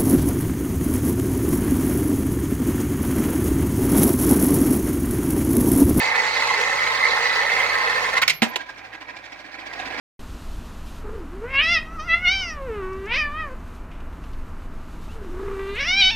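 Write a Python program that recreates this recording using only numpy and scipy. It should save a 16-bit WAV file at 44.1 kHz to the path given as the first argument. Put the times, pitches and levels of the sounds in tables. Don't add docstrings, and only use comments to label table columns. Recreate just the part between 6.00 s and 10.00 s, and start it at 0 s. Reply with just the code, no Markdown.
import sys
import numpy as np
from scipy import signal
from scipy.fft import rfft, irfft, next_fast_len
from scipy.io import wavfile
from scipy.ndimage import uniform_filter1d, map_coordinates

SR = 44100
rng = np.random.default_rng(int(sys.argv[2]) if len(sys.argv) > 2 else 0)


def transcribe(u):
    v = np.clip(np.atleast_2d(u).T, -1, 1)
    q = np.round(v * 32767).astype(np.int16)
    wavfile.write(sys.argv[1], SR, q)


def natural_amplitude(level_db):
    exponent = np.asarray(level_db, float) / 20
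    return 10 ** exponent


N = 176400
T = np.arange(N) / SR


def unit(x):
    return x / np.sqrt(np.mean(x ** 2) + 1e-20)


def along(points, hz):
    f, v = np.transpose(points)
    return np.interp(np.log(hz + 1), np.log(f + 1), v)


def wander(rate_hz):
    knots = rng.standard_normal(int(N * rate_hz / SR) + 4)
    return map_coordinates(knots, [T * rate_hz])


def filtered(x, response):
    m = next_fast_len(N + SR // 2)
    return irfft(rfft(x, m) * response(np.fft.rfftfreq(m, 1 / SR)), m)[..., :N]


def shaped_noise(skin):
    return unit(filtered(rng.standard_normal(N), lambda f: natural_amplitude(along(skin, f))))


def tilted(x, treble_db):
    high = filtered(x, lambda f: 1 / (1 + (3200 / (f + 1)) ** 4))
    return x + (natural_amplitude(treble_db) - 1) * high


def burst(start_s, hold_s, t60_s):
    t = np.maximum(T - start_s, 0)
    return (1 - np.exp(-t / 0.00047)) * natural_amplitude(-60 * np.maximum(t - hold_s, 0) / t60_s)


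def grit(knocks_hz, share):
    knocks = (rng.random(N) < knocks_hz / SR) * rng.standard_normal(N)
    return unit(rng.standard_normal(N) + np.clip(share, 0, .9) * unit(knocks))


def body(force, peaks, skin, skin_db, sway_db, sway_hz, trend, mid_s):
    out = natural_amplitude(skin_db) * filtered(force, lambda f: natural_amplitude(along(skin, f)))
    for c, w, db in peaks:
        sway = sway_db * (wander(sway_hz) + 1.04 * wander(7.01))
        fed_db = db + sway + along(trend, c) * (T - mid_s)
        mode = filtered(force, lambda f: (1j * f * w / (c * c - f * f + 1j * f * w)) ** 2)
        out = out + natural_amplitude(fed_db) * mode
    return out


# [t/s, level/dB]
GAIN = [
    (0, -55.5),
    (2.19, -53.5),
    (2.27, -56.5),
    (2.45, -68),
    (2.7, -63),
    (3.5, -65.5),
    (3.75, -57.5),
    (3.88, -54.5),
    (4, -56.5),
]
# [f/Hz, density/dB]
AIR = [(30, -16), (65, -12), (130, -8.5), (280, -6), (1000, -1), (4000, -17.5), (9000, -37), (16000, -37)]


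def background():
    hum = np.sin(2 * np.pi * 49.5 * T)
    buzz = natural_amplitude(-1 + 2.1 * wander(17)) * np.sin(2 * np.pi * 105.2 * T + 2.9 * wander(8.7))
    tones = 2 ** .5 * (hum + buzz) * natural_amplitude([[-3.], [1.1]])
    noise = rng.standard_normal((3, N))
    air = unit(filtered(noise[0] + 0.63 * noise[1:], lambda f: natural_amplitude(along(AIR, f))))
    return natural_amplitude(np.interp(T, *np.transpose(GAIN))) * (tones + natural_amplitude(14.5) * air)


# [t/s, level/dB]
WOBBLE = [
    (2.44, -32),
    (2.518, -40),
    (2.538, -35),
    (2.556, -34),
    (2.58, -39.5),
    (2.615, -41.5),
    (2.634, -41.5),
    (3.378, -42.5),
    (4.0, -31),
]
# [f/Hz, width/Hz, level/dB]
BASE = [(292, 110, -6.5), (617, 410, -13), (777, 105, 2), (1000, 68, 1.5), (1636, 88, 1), (1930, 400, -7),
        (2290, 320, -1), (2580, 340, -9), (3400, 600, -49), (4100, 3700, -20.5)]
# [f/Hz, density/dB]
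BASE_SKIN = [(88, -52), (150, -42), (270, -9.5), (391, -13), (759, -6.5), (1360, -6), (1690, 0),
             (2360, -4.5), (16000, -44.5)]
# [f/Hz, slope/(dB/s)]
BASE_TREND = [(300, 1), (800, -2), (1660, -2.5), (2600, 1.4)]


def wobbling():
    start_s, start_hz, quickens_hz_per_s = 2.611, 11.5, 3.2
    t = T - start_s
    turn = np.cos(2 * np.pi * (start_hz * t + quickens_hz_per_s * t * t / 2))
    depth_db = np.interp(T, [start_s, N / SR], [5.5, 0.3])
    force = natural_amplitude(2.3 * wander(110)) * grit(2500, 0.63)
    hum = unit(body(force, BASE, BASE_SKIN, 2.04, 2.2, 23.94, BASE_TREND, 4.04))
    level_db = np.interp(T, *np.transpose(WOBBLE)) + depth_db * turn + 1.0
    return natural_amplitude(level_db) * (T > WOBBLE[0][0]) * tilted(hum, 3.5 * turn - .7)


# [t/s, level/dB, t60/s, shell/dB, treble tilt/dB, snap/dB, snap f/Hz]
CLACKS = [
    (2.42, -18.5, 0.062, 7, 2, -6, 2310),
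    (2.4285, -31, 0.18, 3, 11.5, -9, 1880),
    (2.5587, -31, 0.047, -33, 10, -12, 3480),
]
# [f/Hz, level/dB, t60/s]
SHELL = [(230, 5, .1), (213, -13, .17), (245, -14, .2), (180, -7, .05), (285, -4, .05), (480, -7, .08),
         (570, -6, .07), (780, -6, .05), (960, -9, .06), (1570, -9, .04), (1927, -9, .05)]
# [f/Hz, density/dB]
CLACK_SKIN = [(88, -66), (150, -9), (871, 4.5), (1190, -2), (2140, -0.5), (5680, -24.5), (7040, -25),
              (16000, -46.5)]


def clacks():
    out = np.zeros(N)
    for s, db, t60, shell_db, tilt_db, snap_db, snap_hz in CLACKS:
        t = np.maximum(T - s, 0)
        ring = sum(natural_amplitude(g - 60 * t / d) * np.sin(2 * np.pi * hz * t) for hz, g, d in SHELL)
        ring = ring * (1 - np.exp(-t / 0.0049))
        dulling_db = 250 * np.minimum(t, .04)
        crack = tilted(shaped_noise(CLACK_SKIN), tilt_db + 7.55 - dulling_db)
        out += natural_amplitude(db) * (natural_amplitude(shell_db) * ring + 2.11 * crack * burst(s, 0.003, t60))
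        out += natural_amplitude(snap_db) * np.exp(-t / 0.001) * np.sin(2 * np.pi * snap_hz * t)
    return filtered(out, lambda f: (1j * f / (90 + 1j * f)) ** 2)


# [t/s, length/s, low mode/dB, high mode/dB]
RINGS = [
    (2.236, 0.05, -66, -58),
    (2.316, 0.11, -43, -46),
    (2.424, 0.1, -72, -55),
]
# [f/Hz, t60/s]
COIN = [(11740, .5), (12270, 0.82)]


def ringing():
    out = np.zeros(N)
    for s, length_s, *levels_db in RINGS:
        t = np.maximum(T - s, 0)
        free = np.clip(t / 0.014, 0, 1) * np.clip((length_s - t) / 0.026, 0, 1)
        for (hz, t60), db in zip(COIN, levels_db):
            level = natural_amplitude(db - 60 * t / t60 + 6.2 * wander(44.78))
            out += free * level * np.sin(2 * np.pi * hz * t + 0.6 * wander(130))
    return out


# [t/s, level/dB, treble tilt/dB]
TICKS = [(2.218, -10, 0), (2.2217, -3, 1), (2.224, -5.5, -4), (2.2271, -2, -7), (2.2315, -3, -16),
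         (2.2364, -8, -13), (2.238, -16, -12), (2.2473, -24, -14), (2.2804, -6.5, 14), (2.282, -15, 5),
         (2.286, -8.5, -3), (2.2946, -13, -12), (2.3001, -16, 1), (2.304, -16, 2), (2.306, -19, -7)]
# [f/Hz, width/Hz, level/dB]
NECK = [(560, 120, -11), (1080, 41, -5), (1480, 66, -2), (1834, 82, 2), (1970, 100, 0), (2285, 69, -1),
        (2620, 77, -2.5), (2800, 160, -6.5), (3850, 180, -12), (4360, 300, -4.5), (4960, 500, -14),
        (6460, 700, -24), (12400, 3700, -31)]


def chatter():
    out, span = np.zeros(N + SR), np.arange(SR // 10) / SR
    spots_db = rng.normal(0, 4.7, (len(TICKS), len(NECK)))
    for (s, db, tilt_db), spot_db in zip(TICKS, spots_db):
        ring = np.zeros(len(span))
        for (c, w, g), d in zip(NECK, spot_db):
            push = natural_amplitude(g + d + tilt_db * (c > 3200)) * 2 * np.pi * w / SR
            ring += push * np.exp(-np.pi * w * span) * np.sin(2 * np.pi * c * span)
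        out[round(s * SR):][:len(span)] += natural_amplitude(db + 21.5) * ring
    return filtered(out[:N], lambda f: (1j * f / (600 + 1j * f)) ** 3)


# [t/s, level/dB, hold/s, t60/s, treble tilt/dB]
SCRAPES = [
    (2.216, -18, 0.018, 0.038, 1),
    (2.2776, -20, 0.0047, 0.064, 11.5),
    (2.294, -20.5, 0.013, 0.088, 7.5),
]
# [f/Hz, density/dB]
THROAT = [(150, -50), (500, -16), (1100, -12.5), (1600, -13), (2150, 4.5), (2900, -7.5), (4600, -13.5),
          (16000, -38.5)]


def scrapes():
    stand_hz, stand_db, stand_t60_s = 153, -50.5, 0.94
    out = np.zeros(N)
    for s, db, hold, t60, tilt_db in SCRAPES:
        rasp = unit(filtered(grit(1500, 0.53), lambda f: natural_amplitude(along(THROAT, f))))
        rasp = tilted(rasp, tilt_db + 2.0 - 300 * np.clip(T - s, 0, .04))
        out += natural_amplitude(db + 2.4 * wander(350)) * burst(s, hold, t60) * rasp
        shake = np.sin(2 * np.pi * stand_hz * (T - s) + 3.5 * wander(30))
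        out += natural_amplitude(stand_db) * burst(s, 0.029, stand_t60_s) * shake
    return out


# [t/s, peak/dB]
BUMPS = [(0.0149, -8), (0.0657, -19), (0.1521, -19), (0.2334, -16), (0.3651, -17), (0.4015, -11),
         (0.4165, -29), (0.4703, -15.5), (0.5142, -20.5), (0.5372, -11), (0.612, -7), (0.6983, -15),
         (0.7667, -27), (0.831, -7), (0.867, -4), (0.876, -13.5), (0.9078, -27), (0.918, -13),
         (0.9512, -7.5), (1.0091, -25.5), (1.048, -9), (1.0685, -12), (1.11, -8.5), (1.1628, -14),
         (1.2101, -18), (1.2286, -15), (1.248, -7), (1.3284, -9), (1.3598, -8), (1.5214, -12),
         (1.5569, -27), (1.5883, -20.5), (1.6117, -17), (1.6496, -15.5), (1.6626, -23), (1.697, -11),
         (1.7355, -18), (1.8472, -25), (1.897, -6), (1.9609, -9.5), (1.9734, -9), (2.0014, -14),
         (2.0996, -13), (2.172, -16)]


def bumps():
    rise_s, t60_s, over_db = 0.003, 0.049, 5
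    kicks, span = np.zeros(N), np.arange(SR // 10) / SR
    for s, db in BUMPS:
        kicks[round((s - rise_s) * SR)] = natural_amplitude(db + over_db)
    pulse = (1 - np.exp(-span / rise_s)) * natural_amplitude(-60 * span / t60_s)
    return 1 + np.convolve(kicks, pulse)[:N]


# [t/s, force/dB, treble tilt/dB]
ROLL = [(0.0, -20, 2), (0.151, -21, -2), (0.15, -18.5, 0.5), (0.23, -23, 1), (0.27, -16.5, -2.5),
        (0.31, -24, 3.5), (0.37, -19.5, 2), (0.66, -22.5, 2.5), (1.14, -20.5, 1), (2.1, -21.5, 0.5),
        (2.12, -29, 4), (2.141, -17.5, 2), (2.149, -22, -6), (2.182, -18.5, 8.5), (2.209, -31, -22)]
# [f/Hz, width/Hz, level/dB]
CONE = [(1423, 60, -8), (482.6, 98, -6), (568, 97, -7), (765, 92, -12), (887, 167, -5.5), (1059, 98, 3),
        (1277, 154, -6), (1612, 56, -4), (1820, 176, -1), (1986, 130, 0.5), (2090, 168, 3),
        (2234, 117, -1.5), (2523, 260, -6.5), (4240, 1570, -17.5), (6250, 3000, -29.5)]
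# [f/Hz, density/dB]
CONE_SKIN = [(88, -51), (150, -30), (649, -7), (888, -2), (1500, -3.5), (2020, 3.5), (2360, -5),
             (4320, -14), (16000, -37)]
# [f/Hz, slope/(dB/s)]
CONE_TREND = [(230, -6), (500, 2), (880, -5.5), (1040, 2.5), (1600, 2.5), (2030, -3), (4190, -0.7),
              (6000, -4.5)]


def rolling():
    s, db, tilt_db = np.transpose(ROLL)
    force = bumps() * natural_amplitude(0.52 * wander(30.2) + 1.0 * wander(200)) * grit(4000, 0.24)
    whirr = unit(body(force, CONE, CONE_SKIN, -0.39, 2.4, 21.99, CONE_TREND, 1.0))
    leaving = np.clip((s[-1] + 0.0031 - T) / 0.0093, 0, 1)
    return tilted(whirr, np.interp(T, s, tilt_db)) * natural_amplitude(np.interp(T, s, db)) * leaving


def patches(shape):
    field = uniform_filter1d(rng.standard_normal(shape), size=4, axis=1)
    return unit(uniform_filter1d(field, size=9, axis=2))


# [f/Hz, t60/s]
ROOM = [(200, 0.28), (2000, 0.27), (5000, 0.27), (10000, 0.031)]
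# [f/Hz, level/dB]
WET = [(150, -16), (300, -11), (500, -6), (1000, -6), (4000, -14), (12000, 1.5)]
# [f/Hz, phase/rad]
DRIFT = [(200, 0.038), (500, 0.18), (1000, 1.05), (2000, 0.72), (5000, 1.3), (12000, 2.08)]


def heard(x, lean, lead, patchy_db, travel):
    hz, t, z = signal.stft(rng.standard_normal((2, SR // 2)), SR, nperseg=256)
    decay_db = along(WET, hz)[:, None] - 60 * t / along(ROOM, hz)[:, None]
    tail = signal.istft(z * natural_amplitude(decay_db), SR, nperseg=256)[1]
    wet = signal.fftconvolve(x[None], tail * 0.035, axes=1)[:, :N]
    side = np.array([[.5], [-.5]])
    ports = filtered(x, lambda f: np.exp(1j * side * along(lead, f)))
    hz, t, z = signal.stft(ports, SR, nperseg=256, noverlap=192)
    colour = natural_amplitude(patchy_db * (hz > 400)[:, None] * patches(z.shape))
    phase = travel * along(DRIFT, hz)[:, None] * patches(z.shape)
    direct = signal.istft(z * colour * np.exp(1j * phase), SR, nperseg=256, noverlap=192)[1][:, :N]
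    return filtered(direct + wet, lambda f: natural_amplitude(side * along(lean, f)))


# [f/Hz, L-R/dB]
LEAN = [(60, -6), (110, 0), (200, -6), (380, -3.5), (700, -3.5), (1290, -4), (2380, -3.5), (4400, -8.5),
        (8120, -1), (15000, 6)]
# [f/Hz, phase/rad]
LEAD = [(100, 0.1), (600, 0.16), (1200, 0.81), (2500, 1.3), (5000, 1.86), (12000, 1.45)]
# [f/Hz, L-R/dB]
LEAN_LOW = [(60, -8), (110, -5), (200, -2.5), (380, -9), (700, -6.5), (1290, -5), (2380, -5.5),
            (4400, -7.5), (8120, -5.5), (15000, 17.5)]
# [f/Hz, phase/rad]
LEAD_LOW = [(100, 0.1), (600, 0.82), (1200, 1.3), (2500, 1.25), (5000, 2), (12000, 0.94)]


def scene():
    above = heard(rolling(), LEAN, LEAD, 1.05, 0.86)
    above = above + heard(scrapes() + chatter(), LEAN, LEAD, 0.66, 0.14)
    flight = ringing() * natural_amplitude([[1.2], [-1.2]])
    below = heard(clacks(), LEAN_LOW, LEAD_LOW, 1.1, 0.33)
    below = below + heard(wobbling(), LEAN_LOW, LEAD_LOW, 2.0, 0.76)
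    return above + flight + below + background()


def top_cut(x):
    return signal.sosfilt(signal.butter(12, 16500, fs=SR, output="sos"), x)


def record(dry):
    ceiling, top_hz, wall_hz = .93, 15600, 16450
    held = dry / (1 + np.abs(dry / ceiling) ** 6) ** (1 / 6)
    mix = filtered(held, lambda f: (f < wall_hz) / (1 + (f / top_hz) ** 50) ** .5)
    return top_cut(mix)


dry = scene()
out = record(dry)
transcribe(out)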